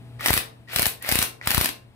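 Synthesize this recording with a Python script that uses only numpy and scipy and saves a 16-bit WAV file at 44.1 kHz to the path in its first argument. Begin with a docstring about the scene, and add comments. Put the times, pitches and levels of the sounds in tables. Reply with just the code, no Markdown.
"""A cordless impact wrench, close to a stereo microphone pair, runs four short bursts on a truck's wheel nut.
Each time the motor whines and spins up, then the hammer strikes about thirty times a second, often
twice in quick succession. Socket, hub and brake drum ring, and the hardest blows thump the microphones,
mostly the left. The work space answers from all around, and a low hum goes on in the background."""
import sys
import numpy as np
from scipy import signal
from scipy.fft import rfft, irfft
from scipy.io import wavfile
from scipy.ndimage import uniform_filter1d

SR = 44100
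rng = np.random.default_rng(int(sys.argv[2]) if len(sys.argv) > 2 else 0)


def to_wav(sig):
    """Store sig (one row per channel, or 1-D mono) as 16-bit WAV at the path in sys.argv[1].

    Samples outside -1..1 are clipped; the rate is SR.
    """
    pcm = np.clip(np.atleast_2d(sig), -1, 1) * 32767
    pcm = np.round(pcm).astype(np.int16)
    wavfile.write(sys.argv[1], SR, pcm.T)  # frames by channels


N = 85995
T = np.arange(N) / SR
TOOL_LEFT_DB = 3  # the wrench sits a little left of centre


def amp(db):
    return 10 ** (np.asarray(db) / 20)

def unit_rms(x):
    return x / np.sqrt(np.mean(x ** 2) + 1e-20)

def curve_at(points, hz):
    f, value = np.transpose(points)
    return np.interp(np.log(hz + 1), np.log(f + 1), value)

def pan(left_db):
    return amp(np.array([[left_db], [-left_db]]) / 2)

def add(mix, s, sound):
    part = mix[:, max(round(s * SR), 0):][:, :sound.shape[-1]]
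    part += sound[..., :part.shape[1]]

def colour(x, spectrum):
    """Shapes the spectrum and keeps the power of white noise."""
    gain = unit_rms(amp(curve_at(spectrum, np.fft.rfftfreq(2 * N, 1 / SR))))
    return irfft(rfft(x, 2 * N) * gain)[..., :N]

def drift(hz):
    """A random wander with hz new values a second."""
    return np.interp(T * hz, np.arange(1000), rng.standard_normal(1000))

def mic_noise(size, common=0.53, lag_s=0.00014):
    """Noise at two microphones; the common part reaches the right one a little late."""
    left, other = rng.standard_normal((2, size))
    right = common * np.roll(left, round(lag_s * SR)) + np.sqrt(1 - common ** 2) * other
    return np.array([left, right])

def crack(db, rise_s=0.00034, hold_s=0.0019, fall_s=0.0014, chatter_s=0.0092):
    """Steel on steel: a dense crack, then the socket chatters briefly on the nut."""
    t = T[:SR // 20]
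    strike = np.exp(-np.maximum(t - hold_s, 0) / fall_s)
    chatter = amp(-17) * np.exp(-t / chatter_s)
    shape = np.minimum(t / rise_s, 1) * (strike + chatter)
    return amp(db) * unit_rms(mic_noise(len(t)) * shape) * np.sqrt(np.mean(shape ** 2))


# Partials of the background hum: f/Hz, level/dB
HUM_PARTIALS = [(119.5, -47.5), (241, -62), (291, -75), (481, -72), (662, -68), (834, -73.5)]
# The recorder's automatic gain on the background: t/s, gain/dB
BACKGROUND_GAIN = [(0, 3), (.2, 4), (.45, -3.5), (.62, -3.5), (1.0, -4), (1.4, -5), (1.95, -6.5)]
# Spectrum of the air in the work space: f/Hz, level/dB
AIR_SPECTRUM = [(25, -20.5), (55, -2.5), (90, 2.5), (200, -3.5), (350, -9.5), (700, -15.5), (1200, -21),
                (2400, -22), (4000, -26.5), (6700, -39.5), (9000, -30), (15000, -40)]

def hum(waver=0.24):
    """A wavering hum over soft air; the recorder's automatic gain turns both down once hammering starts."""
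    partials = np.zeros(N)
    for hz, db in HUM_PARTIALS:
        level = np.sqrt(2) * amp(db) * (1 + waver * drift(hz=24))
        partials += level * np.sin(2 * np.pi * hz * T + waver * drift(hz=7.6))
    gain_db = np.interp(T, *np.transpose(BACKGROUND_GAIN))
    air = amp(-51.5 + 0.53 * gain_db) * colour(mic_noise(N, common=0.64), AIR_SPECTRUM)
    return partials * amp(gain_db) * pan(left_db=1.5) + air * pan(left_db=4)


# Decay of the work space: f/Hz, t60/s
ROOM_DECAY = [(200, 0.33), (600, 0.51), (2000, 0.28), (5000, 0.26), (9000, 0.2277), (15000, 0.19)]
# Its reflections at the microphones: f/Hz, level/dB
ROOM_SPECTRUM = [(100, -2), (230, 3.5), (450, -5), (800, -7), (1500, -8), (3500, -2.5), (6500, -3.5),
                 (10000, -4), (15000, -4)]

def room(direct, build_s=0.0018):
    """Dense reflections from all around the work space, dying faster in the treble."""
    hz, t, bands = signal.stft(rng.standard_normal((2, SR)), SR, nperseg=256)
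    t60 = curve_at(ROOM_DECAY, hz)[:, None]
    decay = amp(curve_at(ROOM_SPECTRUM, hz)[:, None] - 60 * t / t60)
    unit_energy = np.sqrt(2 * np.log(1000) / (t60 * SR))
    tail = signal.istft(bands * decay * unit_energy, SR, nperseg=256)[1][:, :SR]
    tail *= np.minimum(T[:SR] / build_s, 1)
    return signal.fftconvolve(direct, tail, axes=1)[:, :N]


# Spectrum of the brake drum's knock: f/Hz, level/dB
KNOCK_SPECTRUM = [(100, -14.5), (400, -10), (650, 1), (1000, 1), (1500, -15.5), (4000, -19), (16000, -55)]

def thumps(blows, push_s=0.00079, swing_hz=60.8, swing_q=1.27, puff_hz=291, bass_cut_hz=30):
    """A hard blow knocks the drum and overloads the microphones: a rough push that swings back."""
    push, knock = np.zeros((2, 2, N))
    age = T[:SR // 50] / push_s
    for s, _, _, strength in blows:
        noise = rng.standard_normal((2, len(age)))  # different at each microphone
        turbulence = unit_rms(signal.lfilter(*signal.butter(2, puff_hz, fs=SR), noise))
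        add(push, s, -strength * age * np.exp(1 - age) * (1 + 0.73 * turbulence))
        add(knock, s, strength ** 1.22 * crack(-14.5))  # grows faster than the thump
    w = 2 * np.pi * swing_hz  # the microphones' bass roll-off makes the swing
    swing = signal.lfilter(*signal.bilinear([1, 0, 0], [1, w / swing_q, w * w], SR), push)
    swing = signal.lfilter(*signal.butter(1, bass_cut_hz, "high", fs=SR), swing)
    return (amp(-4.5) * swing + colour(knock, KNOCK_SPECTRUM)) * pan(left_db=7)


# Spectrum of the tool's bright edge, heard close: f/Hz, level/dB
TREBLE_SPECTRUM = [(100, -35), (3000, -26), (5200, -8.5), (6700, -11), (8300, -1), (10500, 2), (12500, 1),
                   (15000, -1), (16500, -4)]

def treble(x, gain_db=2.02):
    """The bright edge of gears, clicks and blows, just left of centre."""
    return amp(gain_db) * colour(x, TREBLE_SPECTRUM) * pan(left_db=1.8)


# Trigger pulls: start t/s, full speed t/s, release t/s, motor level/dB, whine level/dB
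TRIGGER_PULLS = [(.188, .252, 0.37, -30, -44), (.672, 0.74, 0.88, -34, -47.5),
                 (1.007, 1.084, 1.233, -31.5, -46), (1.411, 1.496, 1.662, -33, -43.5)]
# Spectrum of the gears, heard close: f/Hz, level/dB
GEAR_SPECTRUM = [(100, -25), (350, -8.5), (650, -2), (1100, -4.5), (1800, 2), (2400, 2.5), (3200, -2.5),
                 (4400, -4), (6500, -15), (16000, -25)]

def motor(mesh_hz=619.5, mesh_depth=0.49, grip_s=0.014, coast_s=0.023, whine_hz=1920, whine_s=0.051):
    """The drive whines as it starts; the gears grow louder and brighter with speed, then coast down."""
    gears, fizz, whine = np.zeros((3, 2, N))
    t = T[:SR // 2]
    for start, full_speed, release, motor_db, whine_db in TRIGGER_PULLS:
        speed = np.minimum(t / (full_speed - start), 1)
        drive = np.minimum(t / grip_s, 1) * np.exp(-np.maximum(start + t - release, 0) / coast_s)
        teeth = drive * (1 + mesh_depth * np.cos(2 * np.pi * np.cumsum(mesh_hz * speed) / SR))
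        add(gears, start, teeth * amp(motor_db - 16 * (1 - speed)) * mic_noise(len(t)))
        add(fizz, start, teeth * amp(motor_db - 2 - 34.5 * (1 - speed)) * mic_noise(len(t)))
        pitch_hz = whine_hz + 30 * drift(hz=202)[:len(t)]
        swell = np.minimum(t / 0.0079, 1) * np.exp(-(t / whine_s) ** 2)
        add(whine, start, amp(whine_db) * swell * np.sin(2 * np.pi * np.cumsum(pitch_hz) / SR))
    return (colour(gears, GEAR_SPECTRUM) + whine) * pan(TOOL_LEFT_DB) + treble(fizz, gain_db=0)


# Small clicks at the tool: t/s, tick level/dB, relative treble level/dB
TOOL_CLICKS = [(.1955, -36, -53), (.208, -30.5, -38.5), (.266, -16.5, -26.5), (.274, -29, -19),
               (.2925, -20.5, -28), (.733, -30.5, -43), (1.0245, -41, -32), (1.047, -31, -46),
               (1.062, -36, -36), (1.4128, -35, -68), (1.459, -32.5, -37)]
# Spectrum of their tick: f/Hz, level/dB
TICK_SPECTRUM = [(100, -13.5), (500, -5.5), (900, -6), (1700, 2.5), (2300, -0.5), (3000, -23),
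                 (5000, -16.5), (7000, -29), (16000, -42)]

def clicks():
    """The trigger and the loose socket click, duller than the blows."""
    tick, edge = np.zeros((2, 2, N))
    for s, tick_db, treble_db in TOOL_CLICKS:
        add(tick, s, crack(tick_db))
        add(edge, s, crack(treble_db))
    return colour(tick, TICK_SPECTRUM) * pan(TOOL_LEFT_DB) + treble(edge)


# Modes of socket, hub and brake drum: f/Hz, relative level/dB, t60/s
STEEL_MODES = [(414, -7.5, 0.42), (449.6, -6, 0.35), (1054, -5, 0.45), (1202, -11, 0.22), (1567, 3, .18),
               (1840, -9, .18), (2064, -3, 0.17), (2270, -3.5, .2), (2437, -9, 0.14), (2470, -2, 0.13),
               (2750, -4, 0.31), (3740, -3.5, 0.25), (4066, 0.5, 0.18), (4930, -2.5, 0.17)]

def steel_ring(gain_db):
    """The steel rings after one blow; each mode meets each microphone at a random phase."""
    t = T[:SR // 3]
    modes = [amp(db - 60 * t / t60) * np.exp(2j * np.pi * hz * t) for hz, db, t60 in STEEL_MODES]
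    phases = np.exp(2j * np.pi * rng.random((2, len(modes))))
    return amp(gain_db) * (phases @ np.array(modes)).real / 2


# Blows on the wheel nut: t/s, relative clank level/dB, relative treble level/dB, thump strength/0-1
HAMMER_BLOWS = [(0.2598, -12, -13, 0), (0.2832, -15, -20, 0.02), (0.305, -19.5, -13.5, 0.94),
                (.3301, -20, -20, 0), (0.3379, -17, -12.5, 0.36), (.3665, -24.5, -27, 0.05),
                (.376, -17.5, -16.5, 0.18), (0.7604, -16.5, -17, 0.09), (.7856, -21.5, -25, 0),
                (0.794, -17, -15.5, 0.21), (0.8195, -25.5, -17.5, .01), (0.8274, -21, -21, 0.05),
                (0.8558, -17.5, -20, 0), (0.8657, -25.5, -14, 0.15), (1.0895, -20, -21, 0.06),
                (1.1148, -20.5, -20, 0), (1.1225, -15.5, -12.5, 0.26), (1.1459, -28, -26, 0),
                (1.1554, -18.5, -16, .16), (1.1883, -15, -14.5, 0.21), (1.2166, -23.5, -28, 0.04),
                (1.2257, -18, -13.5, 0.1), (1.4727, -15, -16.5, 0.19), (1.505, -17.5, -18.5, 0.04),
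                (1.5146, -22.5, -22, 0.03), (1.5376, -29, -29, 0), (1.5458, -18, -15.5, 0.14),
                (1.5716, -24, -33, 0.04), (1.5787, -14.5, -13, 0.75), (1.6029, -22, -26, 0.04),
                (1.6114, -17.5, -15, .2), (1.6444, -20, -19.5, 0), (1.6576, -20, -20, 0),
                (1.6897, -25, -27, 0.03)]
# Spectrum of the clank, heard close: f/Hz, level/dB
CLANK_SPECTRUM = [(100, -15), (250, -3.5), (400, -5.5), (700, -0.5), (1100, -3.5), (1700, 1.5), (2500, 1),
                  (3300, -2.5), (4500, -2.5), (6500, -11), (10000, -22.5), (16000, -30.5)]

def hammer():
    """In the foreground, each hammer blow clanks with a bright edge and sets the steel ringing."""
    clank, edge, ring = np.zeros((3, 2, N))
    for s, clank_db, treble_db, _ in HAMMER_BLOWS:
        add(clank, s, crack(clank_db))
        add(edge, s, crack(treble_db))
        add(ring, s, steel_ring(clank_db - 20))
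    body = amp(1.34) * colour(clank, CLANK_SPECTRUM) + ring
    return body * pan(TOOL_LEFT_DB) + treble(edge)


def scene():
    """At the microphones: the close wrench, its reflections, the thumps and the hum behind."""
    wrench = hammer() + clicks() + motor()
    return wrench + room(wrench) + thumps(HAMMER_BLOWS) + hum()

def record(dry):
    """The recorder's limiter ducks briefly after the hardest blows; then soft overload and a band limit."""
    threshold_db, excess_cut, recover_db_per_s = -14, 0.69, 164.5
    ceiling, top_hz = 1.13, 15650
    power_db = 10 * np.log10(abs(uniform_filter1d((dry ** 2).mean(0), size=130)) + 1e-12)
    recovery_db = T * recover_db_per_s
    held_db = np.maximum.accumulate(power_db + recovery_db) - recovery_db
    excess_db = np.maximum(held_db - threshold_db, 0)
    ducked = dry / amp(excess_cut * uniform_filter1d(excess_db, size=60))
    saturated = ceiling * np.tanh(ducked / ceiling)
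    lowpass = signal.firwin(255, top_hz, window=("kaiser", 9), fs=SR)
    return signal.oaconvolve(saturated, lowpass[None], "same")


dry = scene()
out = record(dry)
to_wav(out)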